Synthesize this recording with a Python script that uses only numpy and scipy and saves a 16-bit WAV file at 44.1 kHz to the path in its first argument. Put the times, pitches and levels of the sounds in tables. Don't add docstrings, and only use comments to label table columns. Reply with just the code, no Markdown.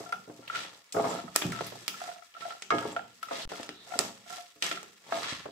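import sys
import numpy as np
from scipy import signal
from scipy.fft import rfft, irfft, next_fast_len
from scipy.io import wavfile
from scipy.ndimage import uniform_filter1d

SR = 44100
rng = np.random.default_rng(int(sys.argv[2]) if len(sys.argv) > 2 else 0)


def wrap_up_sound(samples):
    columns = np.atleast_2d(samples).T
    tamed = np.clip(columns, -1, 1)
    steps = np.round(tamed * 32767).astype(np.int16)
    wavfile.write(sys.argv[1], SR, steps)


N = 242991
TIME = np.arange(N) / SR
AGE = TIME[:SR * 2 // 5]

# [full pressure t/s, swell t/s, hold t/s, relative levels of hiss/dB, fizz/dB, blade rumble/dB]
STROKES = [(0.0, 0.014, 0.025, -54, -59.5, -48), (0.3, 0.088, 0.45, -80, -74, -60),
           (0.559, 0.1, 0.053, -42.5, -60, -49.5), (0.958, 0.019, 0.13, -52.5, -57, -34),
           (1.089, 0.092, 0.072, -47, -57.5, -42), (1.356, 0.019, 0.052, -45.5, -49.5, -70),
           (1.587, 0.25, 0.067, -46.5, -58.5, -51), (1.802, 0.46, 0.031, -56.5, -64, -68.5),
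           (2.002, 0.28, 0.09, -51.5, -59, -56), (2.413, 0.08, 0.11, -52.5, -63, -58.5),
           (2.737, 0.023, 0.16, -51.5, -61, -43.5), (3.336, 0.1, 0.076, -44.5, -58, -47),
           (3.512, 0.052, 0.095, -50.5, -61, -52.5), (3.925, 0.15, 0.048, -51, -59.5, -52),
           (4.009, 0.042, 0.0017, -42.5, -51, -40), (4.308, 0.075, 0.059, -50, -57, -59),
           (4.639, 0.017, 0.0098, -35, -46, -45), (5.151, 0.1, 0.044, -43.5, -55, -42),
           (5.233, 0.027, 0.091, -39, -61, -49.5)]
# [f/Hz, relative level per Hz/dB]
HISS_SPECTRUM = [(400, -6.5), (750, -36), (1000, 3.5), (1300, 0.5), (1600, -13.5), (2000, 0), (2500, 1.5),
                 (3600, 4), (4900, 0.5), (6500, -4.5), (9000, -13), (16000, -53)]
FIZZ_SPECTRUM = [(2500, -22), (5000, 1), (6800, -0.5), (7800, -2), (8600, -3.5), (9500, -10), (11000, -8),
                 (12200, -12.5), (14500, -12), (16000, -40)]
RUMBLE_SPECTRUM = [(25, -43), (55, -53), (90, 2.5), (120, -3), (180, 2.5), (230, -0.5), (300, 1.5),
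                   (420, 4.5), (540, 5.5), (680, 6), (950, 3.5), (1300, -4.5), (2500, -42), (8000, -78)]
STOVE_SPECTRUM = [(25, -22), (60, 19), (110, -6), (180, 0), (350, -8), (540, -10), (850, -79), (1300, -3),
                  (3000, -24), (7500, -52), (10000, -11), (15000, -4)]
# [f/Hz, width/Hz, relative level/dB]
HIGH_MODES = [(1704, 147, 20), (2163, 6.7, 11), (2703, 35, 7), (3330, 26, 10), (3910, 10, 10.5),
              (5300, 140, -31), (7920, 61, 9)]
PATCH_EDGES = (1500, 2400, 3700, 5600)
# [f/Hz, relative level/dB, decay by 60 dB t/s]
PAN_MODES = [(118.1, -1, 0.99), (176.8, -2, 0.38), (248.2, -3.5, 0.48), (303.1, -0.5, 0.36),
             (424.7, -2, 0.27), (545.4, -4.5, 0.29), (678, 3, 0.35), (831, -23, 0.25), (917, -10, 0.66),
             (1128, 12.5, 0.051), (1240, 7.5, 0.35), (1344, 13.5, 0.059), (1637, 1, 0.52),
             (2170, 8.5, 0.27)]
# [f/Hz, width/Hz]
WALL_NOTES = [(690, 74), (1360, 68)]
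# [t/s, relative level/dB, centre f/Hz, thud decay by 60 dB t/s, free ring/dB]
BUMPS = [(0.004, -42, 383, 0.11, 2.5), (0.276, -40, 284, .06, -3.5), (0.296, -39.5, 357, 0.074, -3.5),
         (0.391, -48.5, 282, 0.15, 2), (0.944, -33.5, 386, 0.11, 5.5), (0.967, -22, 396, 0.081, -1),
         (0.977, -33, 422, 0.09, 9.5), (0.995, -25.5, 422, 0.083, -2.5), (1.041, -25.5, 516, 0.041, -1.5),
         (1.05, -25, 494, 0.077, -5.5), (1.108, -29, 500, .05, -3), (1.151, -38, 264, 0.11, -4),
         (1.186, -38, 440, 0.058, -15), (1.238, -37.5, 184, .12, -8), (1.449, -30.5, 137, 0.15, 4.5),
         (1.475, -32.5, 142, 0.21, -6), (1.536, -51, 140, 0.13, -14), (1.607, -26, 423, 0.049, -10.5),
         (1.72, -35, 410, 0.084, -8.5), (1.754, -44, 403, 0.091, -13), (1.817, -49.5, 324, 0.09, -10),
         (2.705, -28, 946, 0.12, 6), (2.721, -32, 405, 0.19, 8.5), (2.737, -29.5, 317, 0.16, 1),
         (2.757, -35, 402, 0.11, -13), (2.852, -29.5, 430, 0.088, -1.5), (2.881, -41, 248, .12, 1.5),
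         (3.311, -30, 570, 0.07, -2), (3.518, -30.5, 410, 0.04, -7), (3.598, -32.5, 370, 0.045, -10),
         (3.69, -43.5, 292, 0.044, -1.5), (3.956, -32, 380, 0.058, -8), (3.992, -33, 384, 0.17, -0.5),
         (4.558, -63.5, 378, 0.076, 12.5), (5.123, -23, 800, 0.038, -10), (5.324, -27, 174, 0.03, -16.5),
         (5.455, -33, 400, 0.086, -8), (5.487, -37.5, 392, 0.044, -13)]
# [f/Hz, relative level/dB]
LANDING_FORCE = [(25, -49), (55, -51), (90, -32), (150, -5.5), (240, -10.5), (400, 3), (850, -4),
                 (1200, -14.5), (2300, -26), (4000, -36), (15000, -95)]
# [t/s, high note f/Hz, relative low note/dB, relative high note/dB, high note length t/s]
KNOCKS = [(0.06, 1361, -40.5, -39, 0.016), (0.091, 1370, -42, -46, 0.014), (0.124, 1373, -34.5, -22, 0.015),
          (0.425, 1362, -70, -53, 0.043), (0.499, 1357, -60, -24.5, 0.008),
          (0.531, 1366, -58, -32.5, 0.025), (0.55, 1365, -53, -23, 0.0033),
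          (0.557, 1390, -49, -23.5, 0.0095), (0.584, 1374, -49, -34, 0.02), (0.947, 1290, -45, -32, 0.0095),
          (0.965, 1445, -26, -34, 0.0096), (1.04, 1320, -32, -33, 0.0046), (1.051, 1330, -38, -32, 0.004),
          (1.074, 1300, -40, -37, 0.005), (1.128, 1280, -36, -32, 0.013), (1.156, 1345, -43, -34, 0.0088),
          (1.186, 1345, -35.5, -33.5, 0.014), (1.279, 1280, -42, -38.5, 0.01),
          (1.355, 1320, -31, -27.5, 0.0035), (1.526, 1356, -50, -33.5, 0.015),
          (1.548, 1320, -49, -36.5, 0.025), (1.589, 1330, -58, -32, 0.01),
          (1.607, 1350, -31, -22.5, 0.0043), (1.941, 1335, -53, -38.5, 0.017),
          (2.005, 1290, -55, -32.5, 0.0037), (2.015, 1370, -28.5, -32, 0.008),
          (2.039, 1403, -35, -44, 0.015), (2.058, 1350, -43, -39, 0.019), (2.076, 1325, -32.5, -38, 0.0079),
          (2.087, 1363, -31, -43, 0.011), (2.114, 1395, -38, -41, 0.0077), (2.16, 1350, -38, -46, 0.0064),
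          (2.183, 1340, -45.5, -55, 0.013), (2.222, 1330, -49, -45, 0.0081),
          (2.348, 1323, -52.5, -42.5, 0.015), (2.365, 1347, -47.5, -41.5, 0.012),
          (2.418, 1343, -48.5, -35.5, 0.03), (2.452, 1366, -28, -38, 0.013),
          (2.481, 1310, -31, -56, 0.0054), (2.505, 1337, -35, -31.5, 0.01),
          (2.521, 1366, -47.5, -36, 0.019), (2.55, 1385, -38.5, -56, 0.0046),
          (2.718, 1320, -24, -25, 0.011), (2.788, 1298, -39, -28, 0.019), (2.825, 1360, -47, -32, 0.011),
          (2.963, 1366, -22.5, -22, 0.01), (2.992, 1400, -26.5, -28.5, 0.00444),
          (3.229, 1333, -44.5, -27.5, 0.0093), (3.285, 1285, -64, -32, 0.0059),
          (3.309, 1314, -26.5, -43, 0.024), (3.388, 1294, -36.5, -58, 0.022),
          (3.533, 1380, -42, -41, 0.016), (3.576, 1360, -44, -44, 0.017), (3.871, 1390, -41, -52, 0.0072),
          (3.905, 1340, -40.5, -45, 0.012), (3.92, 1350, -28, -40, 0.0058),
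          (3.937, 1390, -27.5, -32, 0.014), (4.261, 1357, -46, -53, 0.016), (4.3, 1360, -39, -41, 0.017),
          (4.325, 1353, -37.5, -38, 0.018), (4.343, 1406, -44, -59, 0.013),
          (4.376, 1350, -39.5, -44, 0.0035), (4.381, 1342, -36.5, -43, 0.02),
          (4.713, 1343, -34, -25, 0.011), (4.773, 1345, -43.5, -30.5, 0.0074),
          (5.12, 1333, -24, -51, 0.032), (5.171, 1352, -35, -46, 0.018), (5.241, 1320, -51, -35, 0.01),
          (5.268, 1340, -53, -36, 0.0087)]
# [f/Hz, relative level per Hz/dB]
SCUFF_SPECTRUM = [(250, -7), (600, 2), (1000, -6), (1600, 1.5), (2000, 3.5), (3200, -11.5), (8000, -35.5)]
# [t/s, relative low/dB, middle/dB, treble/dB, top/dB, click aimed at microphones/dB, left-right/dB]
CRACKS = [(0.1234, -39, -42, -54.5, -56.5, -5.5, -4), (0.478, -68, -41, -71, -61, -3.5, -3),
          (0.924, -87, -41.5, -35, -47, -18, -7), (1.361, -33.5, -27, -28, -31, 7.5, -2.5),
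          (1.4207, -32, -29, -71, -66, -3, -2), (1.5204, -42.5, -51, -48, -53, 1, 0),
          (1.6669, -46, -51, -51, -45, 1.5, 3), (1.88, -46, -29, -35, -39, 1.5, -4.5),
          (2.341, -66, -52.5, -90, -78, -4, 13), (2.408, -51, -43, -73, -70, -4, 1),
          (2.6222, -48.5, -38.5, -43, -70, 1.5, -5), (2.7045, -32, -34, -44, -88, -5.5, 4),
          (2.784, -36, -39, -59, -74, 0, -9), (2.9637, -42, -43.5, -64, -67, -16, 1),
          (3.229, -80, -41.5, -51.5, -51, -0.5, 8), (3.631, -43.5, -43, -47, -66, -2.5, 0),
          (3.691, -45, -41, -56, -65, 3, 0), (3.9904, -32.5, -33, -27.5, -40.5, 6, -9),
          (4.624, -43.5, -24, -35.5, -45.5, 0.5, 4), (4.7139, -35, -32, -50, -72, -2, -3),
          (4.83, -47, -57, -55, -66, 3.5, -1)]
# [f/Hz, relative level/dB, decay by 60 dB t/s]
SHELL_MODES = [(800, 3.5, 0.0029), (1320, -8.5, 0.02), (1810, -12, 0.028), (2300, -22, 0.028),
               (3100, -5.5, 0.0053), (5300, 1, 0.0054), (7880, 2, 0.0055), (13700, -4, 0.0033)]
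# [t/s, f/Hz, width/Hz, level/dB, length t/s]
SQUEAKS = [(0.482, 2580, 1700, -43.5, 0.0036), (0.557, 2760, 1880, -37, 0.0077),
           (1.102, 7350, 450, -39.5, 0.0085), (1.146, 8460, 450, -49, 0.006),
           (1.417, 2380, 2400, -36, 0.0018), (1.523, 1900, 1100, -35.5, .002),
           (2.927, 7570, 450, -46, 0.0056), (3.427, 3600, 1900, -41, 0.021),
           (3.803, 3800, 700, -56.5, 0.11), (5.232, 1150, 600, -46, 0.0042),
           (5.241, 2100, 400, -38, 0.0044)]
# [f/Hz, side minus mid level/dB]
WIDTH = [(60, -0.5), (150, -17), (350, -13), (700, -3), (1400, -1.5), (3000, 0), (15000, 0)]
# [f/Hz, decay by 60 dB t/s]
KITCHEN_T60 = [(120, 0.84), (500, 0.38), (2000, 0.38), (6000, 0.38), (15000, 0.31)]
# [f/Hz, relative level per Hz/dB]
ECHO_SPECTRUM = [(60, 20.4), (5200, 1.3), (8500, 3.4), (11000, 1.3), (17000, 1.4)]
# [offset and loss begin t/s, offset ends t/s, level returns t/s]
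DROPOUT = (3.453, 3.4767, 3.491)

SWELL_DB = 20
HISS_FADE_DB_PER_S, FIZZ_FADE_DB_PER_S, RUMBLE_FADE_DB_PER_S = 127, 126, 120
REST_HISS_DB, REST_FIZZ_DB, SIMMER_SWING_DB = -66, -74, 2.5
LOW_NOTE_DB, HIGH_NOTE_DB = -17, -9.5
SPITS_PER_S, SPIT_RMS_DB, SPIT_SPREAD_DB, SPIT_Q = 260, -71, 1, 72
SPIT_LOW_HZ, SPIT_HIGH_HZ, SPIT_TILT_DB_PER_OCTAVE = 2250, 11600, -3.5
STOVE_RMS_DB = -73
THUD_CENTRE_HZ = 426
PAN_WANDER = .004
NUT_PAN_DB, NUT_PAN_SPREAD_DB = -1, 6
SCUFF_HIGH_DB, SCUFF_LOW_DB, SCUFF_T60_S = -11.5, -22, .045
LOW_NOTE_RATIO, NOTE_WANDER = .516, .02
CUTOFF_HZ = 15600


def from_db(db):
    return 10 ** (np.asarray(db) / 20)


def rms_one(x):
    return x / np.sqrt(np.mean(x ** 2) + 1e-20)


def at_hz(points, hz):
    freqs, values = np.transpose(points)
    return np.interp(np.log(np.maximum(hz, 1)), np.log(freqs), values)


def dying(t60):
    return np.exp(-np.log(1000) * AGE / t60)


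def panned(pan_db):
    return from_db(np.array([[pan_db], [-pan_db]]) / 2)


def add(track, s, sound):
    at = max(round(s * SR), 0)
    track[:, at:at + sound.shape[1]] += sound[:, :N - at]


def drift(rate):
    length = int(SR / rate)
    once = uniform_filter1d(rng.standard_normal(N), length)
    return rms_one(uniform_filter1d(once, length))


def coloured(pair, gain_at):
    size = next_fast_len(pair.shape[1])
    hz = np.arange(size // 2 + 1) * SR / size
    mid, side = rfft(pair, size) * gain_at(hz)
    side = side * from_db(at_hz(WIDTH, hz))
    return rms_one(irfft([mid + side, mid - side], size)[:, :pair.shape[1]])


def noise(spectrum, size=N):
    return coloured(rng.standard_normal((2, size)), lambda hz: from_db(at_hz(spectrum, hz)))


def burst(spectrum, t60):
    envelope = dying(t60)[:int(max(t60, 0.01) * SR)]
    shaped = rms_one(noise(spectrum, size=len(envelope)) * envelope)
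    sound = shaped * np.sqrt(np.mean(envelope ** 2))
    return np.pad(sound, ((0, 0), (0, len(AGE) - len(envelope))))


def low_cut(x, edge_hz):
    sos = signal.butter(2, edge_hz, "high", fs=SR, output="sos")
    return signal.sosfilt(sos, x + 1e-18)


def resonance(hz, centre, width):
    return 1j * hz * width / (centre ** 2 - hz ** 2 + 1j * hz * width)


def swing(hz, clock=AGE):
    apart = np.arctan(from_db(at_hz(WIDTH, hz))) * rng.choice([-1, 1])
    return np.sin(2 * np.pi * hz * clock + np.array([[apart], [-apart]]))


def grains(per_s, spread_db, smooth):
    sizes = from_db(spread_db * np.minimum(rng.exponential(1, N), 3.5))
    slips = (rng.random(N) < per_s / SR) * sizes * rng.uniform(-0.88, 1, (2, N))
    return rms_one(slips) + smooth * rng.standard_normal((2, N))


def pressure(level_dbs, fade_db_per_s, rest_db=-90):
    power = from_db(rest_db) ** 2
    for (s, swell_s, hold_s, *_), db in zip(STROKES, level_dbs):
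        swell_db = SWELL_DB * np.maximum(s - TIME, 0) / swell_s
        fade_db = fade_db_per_s * np.maximum(TIME - s - hold_s, 0)
        power = power + from_db(db - np.minimum(swell_db + fade_db, 90)) ** 2
    return 10 * np.log10(power)


def patchy(x, patch_db=1.66, patches_per_s=60):
    out = 0
    for hz in PATCH_EDGES:
        below = signal.sosfiltfilt(signal.butter(4, hz, fs=SR, output="sos"), x)
        out = out + below * from_db(patch_db * drift(patches_per_s))
        x = x - below
    return rms_one(out + x)


def sliding(hiss_db, fizz_db, slide_db=2.5, fat_db=7.5):
    def wall(hz):
        power = sum(np.abs(from_db(db - 2.0) * resonance(hz, centre, width)) ** 2
                    for centre, width, db in HIGH_MODES)
        return np.sqrt(1 + power)
    coarse = grains(2200, 2.8, smooth=.6)
    fine = grains(900, 4.5, smooth=.95)
    slide = patchy(coloured(coarse, lambda hz: from_db(at_hz(HISS_SPECTRUM, hz)) * wall(hz)))
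    fizz = coloured(fine, lambda hz: from_db(at_hz(FIZZ_SPECTRUM, hz)) * wall(hz))
    flutter = from_db(1.1 * drift(160))
    return flutter * (from_db(slide_db + hiss_db) * slide + from_db(fat_db + fizz_db) * fizz)


def rubbing(rumble_db, note_dbs, mode_width_hz=16, between=0.61):
    def body(hz):
        modes = sum(np.abs(resonance(hz, centre, mode_width_hz)) ** 2 for centre, _, _ in PAN_MODES)
        return from_db(at_hz(RUMBLE_SPECTRUM, hz)) * np.sqrt(between ** 2 + 2 * modes)
    judder = grains(450, 2.7, smooth=.65)
    out = from_db(rumble_db) * coloured(judder, body)
    for (centre, width), db in zip(WALL_NOTES, note_dbs):
        touches = grains(500, 2.0, smooth=.7)
        note = coloured(touches, lambda hz: resonance(hz, centre, width) * resonance(hz, centre, centre))
        swell = np.sqrt(uniform_filter1d(np.mean(note ** 2, axis=0), size=3000))
        out += from_db(db) * note / swell
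    return out


def simmer(count=14, clump_db=0.5):
    born = rng.random(N) < SPITS_PER_S * from_db(clump_db * drift(20)) / SR
    sizes = from_db(SPIT_SPREAD_DB * np.minimum(rng.exponential(1, N), 3))
    bursts = born * sizes * rng.uniform(-1, 1, (2, N))
    dealt = rng.integers(0, count, N)
    out = np.zeros((2, N))
    for k, hz in enumerate(np.geomspace(SPIT_LOW_HZ, SPIT_HIGH_HZ, count)):
        gain = from_db(SPIT_TILT_DB_PER_OCTAVE * np.log2(hz / SPIT_LOW_HZ)) / np.sqrt(hz)
        b, a = signal.iirpeak(hz, SPIT_Q, fs=SR)
        out += gain * signal.lfilter(b, a, bursts * (dealt == k) + 1e-18)
    return from_db(SPIT_RMS_DB) * rms_one(out)


def stove():
    return from_db(STOVE_RMS_DB) * noise(STOVE_SPECTRUM)


def bumps(ring_db=-9.5, rise_s=0.00056):
    out = np.zeros((2, N))
    judder = rms_one(from_db(2.5 * drift(130)))
    for s, level_db, centre_hz, thud_t60, free_db in BUMPS:
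        softness = THUD_CENTRE_HZ / centre_hz
        force = [(hz / softness, db) for hz, db in LANDING_FORCE]
        start = rng.integers(N - len(AGE))
        thud = burst(force, thud_t60) * judder[start:start + len(AGE)]
        ring = 0
        for hz, db, t60 in PAN_MODES:
            gain = from_db(db + at_hz(force, hz)) * rng.choice([-1, 1])
            loaded_hz = hz * (1 + rng.normal(0, PAN_WANDER))
            ring = ring + gain * swing(loaded_hz) * dying(t60)
        attack = 1 - np.exp(-AGE / (rise_s * softness))
        add(out, s, from_db(level_db) * (thud + from_db(ring_db + free_db) * ring) * attack)
    return out


def knocks(level_db=-2.0, sharp=0.019, settle_s=0.00084, after_db=-27, after_t60=0.096,
           rise_s=0.0012, low_lasts=1.61, choke=2.0):
    out = np.zeros((2, N))
    clock = AGE + sharp * settle_s * (1 - np.exp(-AGE / settle_s))
    chatter = from_db(2.2 * drift(450))
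    attack = 1 - np.exp(-AGE / rise_s)
    for s, high_hz, low_db, high_db, length in KNOCKS:
        scuff_gain = from_db(SCUFF_HIGH_DB + high_db) + from_db(SCUFF_LOW_DB + low_db)
        sound = scuff_gain * burst(SCUFF_SPECTRUM, SCUFF_T60_S)
        low_hz = high_hz * LOW_NOTE_RATIO * (1 + rng.normal(0, NOTE_WANDER))
        notes = [(low_hz, low_db, low_lasts * length), (high_hz, high_db, length)]
        for hz, db, lasts in notes:
            start = rng.integers(N - len(AGE))
            contact = np.exp(-(AGE / lasts) ** choke) * chatter[start:start + len(AGE)]
            shape = contact + from_db(after_db) * dying(after_t60)
            sound = sound + from_db(db) * shape * swing(hz, clock) * attack
        pan_db = rng.normal(NUT_PAN_DB, NUT_PAN_SPREAD_DB)
        add(out, s, from_db(level_db) * panned(pan_db) * sound)
    return out


def cracks(level_db=10.0, grit_db=-9.5, grit_t60=0.056, snap_t60=0.0044, rise_s=0.0001):
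    direct, spread = np.zeros((2, 2, N))
    left_lag = np.array([[1.5], [0]]) / SR
    clock = np.maximum(AGE - left_lag, 0)
    for s, low_db, middle_db, treble_db, top_db, aimed_db, pan_db in CRACKS:
        force = [(900, low_db), (2200, middle_db), (3400, middle_db), (7800, treble_db), (11000, top_db)]
        strength = np.linalg.norm(from_db([low_db, middle_db, treble_db, top_db]))
        ring = sum(from_db(db + at_hz(force, hz)) * np.sin(2 * np.pi * hz * clock) * dying(t60)
                   for hz, db, t60 in SHELL_MODES)
        grit_force = [(60, low_db - 15), (300, low_db + 4.5)] + force + [(15000, top_db - 14)]
        grit = from_db(grit_db) * strength * burst(grit_force, grit_t60)
        snap = strength * burst(force + [(15000, top_db - 1.5)], snap_t60)
        click = (ring + snap) * (1 - np.exp(-AGE / rise_s))
        add(direct, s, from_db(level_db) * (from_db(aimed_db) * panned(pan_db) * click + grit))
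        add(spread, s, from_db(level_db) * (click + grit))
    return low_cut(np.array([direct, spread]), edge_hz=243)


def squeaks():
    out = np.zeros((2, N))
    for s, hz, width_hz, db, length in SQUEAKS:
        raw = rng.standard_normal((2, len(AGE)))
        chirp = coloured(raw, lambda f: resonance(f, hz, width_hz) ** 2)
        envelope = np.exp(-(AGE / length - 2) ** 2)
        add(out, s - 2 * length, from_db(db) * chirp * envelope)
    return out


def kitchen(x, first_s=0.0041, build_s=0.0071):
    edges = np.geomspace(60, 17000, 9)
    air = noise(ECHO_SPECTRUM, size=len(AGE))
    tail = 0
    for band in zip(edges, edges[1:]):
        sos = signal.butter(2, band, "band", fs=SR, output="sos")
        t60 = at_hz(KITCHEN_T60, np.sqrt(np.prod(band)))
        tail = tail + signal.sosfilt(sos, air) * dying(t60)
    build = np.clip((AGE - first_s) / build_s, 0, 1)
    tail = rms_one(tail * build) / np.sqrt(len(AGE))
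    return signal.fftconvolve(x, tail, axes=1)[:, :N]


def scene(bump_room_db=-21.0, knock_room_db=-13.0, crack_room_db=-3.5):
    *_, hisses, fizzes, rumbles = np.transpose(STROKES)
    hiss_db = pressure(hisses, HISS_FADE_DB_PER_S, REST_HISS_DB)
    fizz_db = pressure(fizzes, FIZZ_FADE_DB_PER_S, REST_FIZZ_DB + SIMMER_SWING_DB * drift(14))
    rumble_db = pressure(rumbles, RUMBLE_FADE_DB_PER_S)
    note_dbs = rumble_db + LOW_NOTE_DB, hiss_db + HIGH_NOTE_DB
    strokes = sliding(hiss_db, fizz_db) + rubbing(rumble_db, note_dbs)
    background = simmer() + stove()
    bump = bumps()
    knock = low_cut(knocks(), edge_hz=600)
    crack, crack_spread = cracks()
    squeak = squeaks()
    to_room = from_db(bump_room_db) * bump + from_db(knock_room_db) * knock
    to_room = to_room + from_db(crack_room_db) * (crack_spread + squeak)
    contacts = bump + knock + crack + squeak
    return low_cut(strokes + background + contacts + kitchen(to_room), edge_hz=97)


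def record(dry, dropout_db=-30):
    sticks, falls, returns = DROPOUT
    held = -.012 * ((TIME > sticks) & (TIME < falls))
    gain = from_db(dropout_db * ((TIME > sticks) & (TIME < returns)))
    sound = np.clip(dry * gain + held, -1, 1)
    top_cut = signal.ellip(10, .1, 90, CUTOFF_HZ, fs=SR, output="sos")
    return signal.sosfilt(top_cut, sound)


dry = scene()
out = record(dry)
wrap_up_sound(out)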